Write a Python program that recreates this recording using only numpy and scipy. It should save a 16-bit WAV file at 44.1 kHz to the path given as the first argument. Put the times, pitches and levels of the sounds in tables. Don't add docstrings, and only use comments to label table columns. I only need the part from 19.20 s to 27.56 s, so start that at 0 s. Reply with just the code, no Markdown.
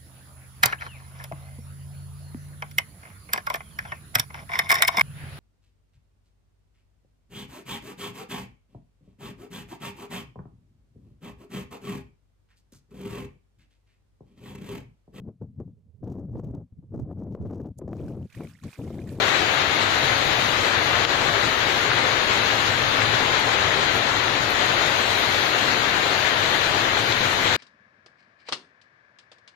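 import sys
import numpy as np
from scipy import signal
from scipy.fft import rfft, irfft, dct
from scipy.io import wavfile
from scipy.ndimage import uniform_filter1d

SR = 44100
rng = np.random.default_rng(int(sys.argv[2]) if len(sys.argv) > 2 else 0)


def natural_amplitude(level_db):
    exponent = np.asarray(level_db, float) / 20
    return 10 ** exponent


def generate_wav(sig):
    pcm = np.round(np.clip(np.atleast_2d(sig).T, -1, 1) * 32767).astype(np.int16)
    wavfile.write(sys.argv[1], SR, pcm)


N = 368883
PORT_GAP_M, SOUND_M_PER_S = .19, 343
HOP = 128

# [f/Hz, left level/dB, right level/dB]
SPRAY = [(7600, -4, -7.1), (8600, -3, 3), (8800, -1.5, -1.5), (10500, -3.5, -5.5), (10900, -4, -3.5),
         (11200, -0.5, -10.5), (12500, 0, -18), (13400, 1, -20), (14400, 4, -19), (15000, -7.5, -18),
         (14840, -0.5, -19.5), (14900, -8.1, -17.9)]
# [t/s, peak level/dB, left minus right/dB, spray swell/dB, finest spray swell/dB]
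SPLASHES = [(.84, -42, 4, 2.5, 1), (2.55, -42, 4, 2.5, 3), (3.7, -42, 2, 1, 0), (4.1949, -35, 6, 2, -1),
            (4.7566, -38.5, 4.5, 5, 7), (5.3018, -32, 9, 3, 7), (5.4594, -36, 3, 4, -1),
            (5.9894, -36, 3, 1, 4), (7.3394, -39, 10, 1.5, 1), (8.1294, -38, 9, 2, -4),
            (8.29, -40, 4, -3, -7)]
# [t/s, peak level/dB, pitch f/Hz, left minus right/dB, extra force/dB]
HEAVY_DRIP = [
    (1.8496, -10, 2900, 9.5, 10.8),
]


def evened(x):
    return x / np.sqrt(np.mean(x ** 2) + 1e-20)


def smooth(power, size=400):
    return abs(uniform_filter1d(uniform_filter1d(power, size), size))


def column(rows, k, at):
    table = np.array(rows)
    return np.interp(at, table[:, 0], table[:, k])


def apart(pan_db):
    return natural_amplitude(np.array([[pan_db / 2], [-pan_db / 2]]))


def split_at(x, hz, order):
    low = signal.sosfiltfilt(signal.butter(order, hz, fs=SR, output="sos"), x)
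    return low, x - low


def colour(rows, hz):
    log_hz, log_rows = np.log(hz + 1), np.log(np.array(rows)[:, 0])
    db = np.array([np.interp(log_hz, log_rows, np.array(rows)[:, k]) for k in (1, 2)])
    below = np.maximum(np.log(rows[0][0] / (hz + 1)), 0)
    above = np.maximum(np.log((hz + 1) / rows[-1][0]), 0)
    return natural_amplitude(np.maximum(db - 30 * (.4 * below + 8 * above), -120))


def diffuse(hz):
    return 0.93 * np.sinc(2 * hz * PORT_GAP_M / SOUND_M_PER_S)


def field(rows, likeness, patch_db, flicker_db, size=1024):
    frames, hz = N // HOP + 20, np.fft.rfftfreq(size, 1 / SR)
    a, b, c, d, patches = rng.standard_normal((frames, len(hz), 5)).T
    patches = uniform_filter1d(patches, size=12, axis=0)
    patches = evened(uniform_filter1d(patches, size=24, axis=1))
    flicker = evened(uniform_filter1d(rng.standard_normal(frames), size=10))
    same = np.clip(likeness(hz), -1, 1)[:, None]
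    left = a + 1j * b
    right = same * left + np.sqrt(1 - same ** 2) * (c + 1j * d)
    z = np.array([left, right]) * colour(rows, hz)[:, :, None]
    z *= natural_amplitude(patch_db * patches + flicker_db * flicker)
    out = signal.istft(z, nperseg=size, noverlap=size - HOP)[1][:, :N]
    return out / np.sqrt(np.mean(out.mean(0) ** 2))


def plink(hz, cycles):
    t = np.arange(400) / SR
    return np.sin(2 * np.pi * hz * t) * np.exp(-t * hz / cycles) * np.minimum(t * hz * 2, 1)


def leaves(per_s=900, spread_db=1.5):
    size = natural_amplitude(spread_db * np.minimum(rng.exponential(1, N), 5)) * (rng.random(N) < per_s / SR)
    leaf, out = rng.integers(0, 24, N), np.zeros((2, N))
    pitches, sides = np.geomspace(700, 4200, num=24), rng.uniform(-0.84, 1, 24)
    for k, (hz, side) in enumerate(zip(pitches, sides)):
        tick = signal.oaconvolve(size * (leaf == k), plink(hz, cycles=1.25))[:N]
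        late = round(side * PORT_GAP_M / SOUND_M_PER_S * SR)
        out[0] += natural_amplitude(10.0 + 1.8 * side) * tick
        out[1] += natural_amplitude(-8.0 - 4 * side) * np.roll(tick, late)
    return evened(out)


def wash_and_leaves(t, mist_db, flutter_db):
    # [f/Hz, left level/dB, right level/dB]
    wash_colour = [(321, -5, -12.5), (623, -3, -9.5), (1096, -2.5, -11), (1642, -0.5, -12),
                   (2086, -1.6, -13.5), (2540, -5, -13), (4010, -5, -14.5), (4380, -8.5, -16.5),
                   (4950, -14.5, -23.5), (6040, -20.5, -22.5), (6250, -15.5, -22.5), (6880, -16.5, -23),
                   (7040, -25, -16.5), (7484, -21, -29.5)]
    # [t/s, left minus right/dB]
    turning = [(0, 9.5), (2.7, 9), (6, 9), (6.9, 9.5), (7.8, 9), (8.1, 8), (8.36, 7.5)]
    wash = field(wash_colour, diffuse, patch_db=0.46, flicker_db=0.62) + natural_amplitude(-10) * leaves()
    high = signal.butter(4, 4600, "high", fs=SR, output="sos")
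    wash += (natural_amplitude(flutter_db) - 1) * signal.sosfiltfilt(high, wash)
    side_db = column(turning, 1, t)
    side_db -= side_db.mean()
    body, treble = split_at(wash, 2300, order=2)
    facing_db = -0.34 * side_db
    return (body + natural_amplitude(mist_db + facing_db) * treble) * natural_amplitude(np.outer([.2, -.8], side_db))


def drumming_roof(t):
    # [f/Hz, left level/dB, right level/dB]
    roof_colour = [(25.1, -5.5, -36), (46.4, -11, -14), (79.2, -0.5, -13), (113.8, 5.5, 0.5),
                   (136.6, 1, -8), (190.4, -7.5, -18.5), (294, -7, -12), (513, -5, -22)]
    # [t/s, level/dB]
    drumming = [(0, -39.5), (1.1, -37.5), (2.4, -38), (3, -39), (3.85, -36), (4.2, -38.5), (4.9, -37.5),
                (6.3, -40.5), (8.36, -36.5)]
    roof = field(roof_colour, diffuse, patch_db=0.43, flicker_db=-1.0, size=2048)
    return natural_amplitude(column(drumming, 1, t) + 2.5) * roof


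def fine_spray(t, mist_db, flutter_db):
    spray_db, finest_db = -25.5, -28
    puff_s = 0.028
    spray = field(SPRAY, lambda hz: 0.33 * (hz < 11000), patch_db=1.0, flicker_db=0.5)
    puff_db = np.zeros((2, N))
    for s, _, _, *swell_db in SPLASHES:
        puff_db += np.outer(swell_db, np.exp(-((t - s - .008) / puff_s) ** 2))
    coarse, finest = split_at(spray, 11000, order=6)
    coarse = natural_amplitude(spray_db + mist_db[0] + puff_db[0] + flutter_db[0]) * coarse
    return coarse + natural_amplitude(finest_db + mist_db[1] + puff_db[1] + flutter_db[1]) * finest


def drips():
    # [t/s, peak level/dB, pitch f/Hz, left minus right/dB, extra force/dB]
    eaves_drips = [(0.4934, -17, 2240, 13, -3), (1.3668, -16, 2250, 12, -2), (1.7534, -9.5, 1820, 11, 6),
                   (2.7156, -7, 1540, -4, 8), (3.8184, -7, 1840, 8, 5), (4.1555, -11.5, 3650, 10.0, 0),
                   (4.5094, -18, 3220, 4, 6), (5.0805, -9.5, 1920, 17, 2.5), (5.204, -11, 1670, 9.5, -8),
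                   (5.5136, -9, 1540, 9, -1), (6.145, -9, 3500, 17, 2.5), (6.1834, -18, 1900, 7, -4),
                   (6.41, -13, 2780, 12, -2), (6.9484, -19, 2140, 7, -2), (7.5144, -16, 1970, 9, 0),
                   (7.9224, -5, 3750, 8, 3.5)]
    out = np.zeros((2, N + SR))
    for s, db, hz, pan_db, force_db in eaves_drips + HEAVY_DRIP:
        at = round((s + .001) * SR)
        tick = apart(pan_db) * natural_amplitude(db + force_db - 3) * plink(hz, cycles=1.6 - .06 * force_db)
        out[:, at:at + 400] += tick
        out[:, at + 150:at + 550] += natural_amplitude(-7) * tick
    t = np.arange(1500) / SR
    tint = colour(SPRAY, np.fft.rfftfreq(len(t), 1 / SR))
    for s, db, pan_db, _, _ in SPLASHES:
        burst = irfft(tint * rfft(rng.standard_normal((2, len(t)))))
        burst *= np.exp(-t / 0.0063) * np.minimum(t / .003, 1)
        at = round(s * SR)
        out[:, at:at + len(t)] += apart(pan_db) * natural_amplitude(db + 2.5) * burst
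    return out[:, :N]


def scene():
    # [t/s, wash level/dB, mist blown in, level over wash/dB]
    rain = [(0, -22.5, -28), (.5, -23, -30), (1, -23.5, -26), (1.5, -23, -28), (2, -23, -29),
            (2.4, -23.5, -27), (2.75, -22.5, -30.5), (3.2, -23, -27.5), (3.6, -24, -27), (3.9, -22.5, -29),
            (4.5, -23, -30), (5.2, -23.5, -30), (5.45, -22.5, -28.5), (6.1, -23, -25.5), (6.9, -23, -27.5),
            (7.6, -23, -27.5), (8.1, -24, -25), (8.36, -23, -25)]
    mist_share = (0.27, 0.53, 1.3)
    flutter_size = (0.5, 0.6, 0.6)
    t = np.arange(N) / SR
    flutter = uniform_filter1d(uniform_filter1d(rng.standard_normal(N), size=1500), size=1500)
    flutter_db = np.outer(flutter_size, evened(flutter))
    mist = column(rain, 2, t)
    mist_db = np.outer(mist_share, mist - mist.mean())
    wash = wash_and_leaves(t, mist_db[0], flutter_db[0])
    spray = fine_spray(t, mist_db[1:], flutter_db[1:])
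    return natural_amplitude(column(rain, 1, t) + 0.16) * (wash + spray) + drumming_roof(t) + drips()


def limiter(x, back_db_per_s=190):
    ceiling_db, knock_db = -5.5, 2.5
    peak_db = 20 * np.log10(abs(x).max(0) + 1e-9)
    peak_db[round((HEAVY_DRIP[0][0] + .003) * SR)] = knock_db
    fall = np.arange(N) * back_db_per_s / SR
    held_db = np.maximum.accumulate(peak_db + fall) - fall
    over_db = np.maximum(held_db - ceiling_db, 0)
    return x / natural_amplitude(uniform_filter1d(over_db, size=500, origin=245))


def edge_tone():
    # [from t/s, to t/s, f/Hz, level/dB]
    whistle = (5.24, 5.39, 15187, -55.5)
    start, end, hz, db = whistle
    t = np.arange(N) / SR
    swell_db = 14 * np.exp(-((t - 5.31) / .009) ** 2)
    return natural_amplitude(db + swell_db) * (t > start) * (t < end) * np.sin(2 * np.pi * hz * t)


def starved_bands(x, wobble_db=2.0):
    # [f/Hz, level over step/dB]
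    link_fineness = [(300, 8), (1000, 1), (3000, -5.5), (4300, -6), (5200, -8.4), (6500, -7.8), (7400, -10),
                     (7700, -2), (8200, -2), (8400, -9), (10800, -9), (11300, -6.8), (15000, -6.8)]
    m, first = 1882, 1084
    h, lead = m // 2, 2 * m - first
    window = np.sin(np.pi * (np.arange(2 * m) + .5) / (2 * m))
    padded = np.pad(x, ((0, 0), (lead, 3 * m)))
    frames = np.lib.stride_tricks.sliding_window_view(padded, 2 * m, axis=1)[:, ::m] * window
    a, b, c, d = np.split(frames, 4, axis=2)
    z = dct(np.concatenate([-c[..., ::-1] - d, a - b[..., ::-1]], axis=2), type=4, norm="ortho")
    hz, t = (np.arange(m) + .5) * SR / (2 * m), (np.arange(z.shape[1]) * m + m - lead) / SR

    power = uniform_filter1d(uniform_filter1d(z ** 2, size=44, axis=2), size=5, axis=1)
    level = np.sqrt(power + 1e-16)
    wobble = np.repeat(rng.standard_normal((2, len(t), m // 16 + 1)), 16, axis=2)[..., :m]
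    step = level / natural_amplitude(column(link_fineness, 1, hz) + wobble_db * wobble)
    step[:, abs(t - HEAVY_DRIP[0][0]) < m / SR, :m // 3] /= 5
    step[1, :, hz > 11000] *= natural_amplitude(1.2)
    z = np.sign(z) * np.floor(abs(z) / step + .4) * step

    thin = (hz > 7700) & (hz < 8260)
    band_db = 10 * np.log10((z[..., thin] ** 2).mean((0, 2)) + 1e-12)
    band_db = uniform_filter1d(band_db + 4 * rng.standard_normal(len(t)), size=2)
    band_db -= uniform_filter1d(band_db, size=9)
    kept = band_db > np.quantile(band_db, 1 - .24)
    gap_from_hz = rng.choice([7250, 7450, 7600, 7600, 7600, 7600], (len(t), 1))
    band_top_hz = rng.choice([8150, 8150, 8150, 8260], (len(t), 1))
    z[..., thin] *= natural_amplitude(4.0)
    z *= (kept[:, None] & (hz < band_top_hz)) | (hz < gap_from_hz) | (hz > 8260)
    z *= hz < rng.choice([14500, 14500, 14500, 14850, 15180, 15180, 15180], (2, len(t), 1))

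    u = dct(z, type=4, norm="ortho")
    late, early = u[..., :h], u[..., h:]
    frames = np.concatenate([early, -early[..., ::-1], -late[..., ::-1], -late], axis=2) * window
    out = (frames[:, 1:, :m] + frames[:, :-1, m:]).reshape(2, -1)[:, lead - m:][:, :N]

    high = signal.butter(8, 8300, "high", fs=SR, output="sos")
    true, rounded = signal.sosfiltfilt(high, x), signal.sosfiltfilt(high, out)
    follow = np.sqrt(smooth(true ** 2) / (smooth(rounded ** 2) + 1e-14) + 1e-14)
    out += rounded * (np.minimum(follow, 3) - 1)
    out[0] += edge_tone()
    return out


def band_limit(x):
    return signal.sosfilt(signal.butter(12, 15440, fs=SR, output="sos"), x)


def record(dry):
    mix = starved_bands(limiter(dry))
    return band_limit(mix)


dry = scene()
out = record(dry)
generate_wav(out)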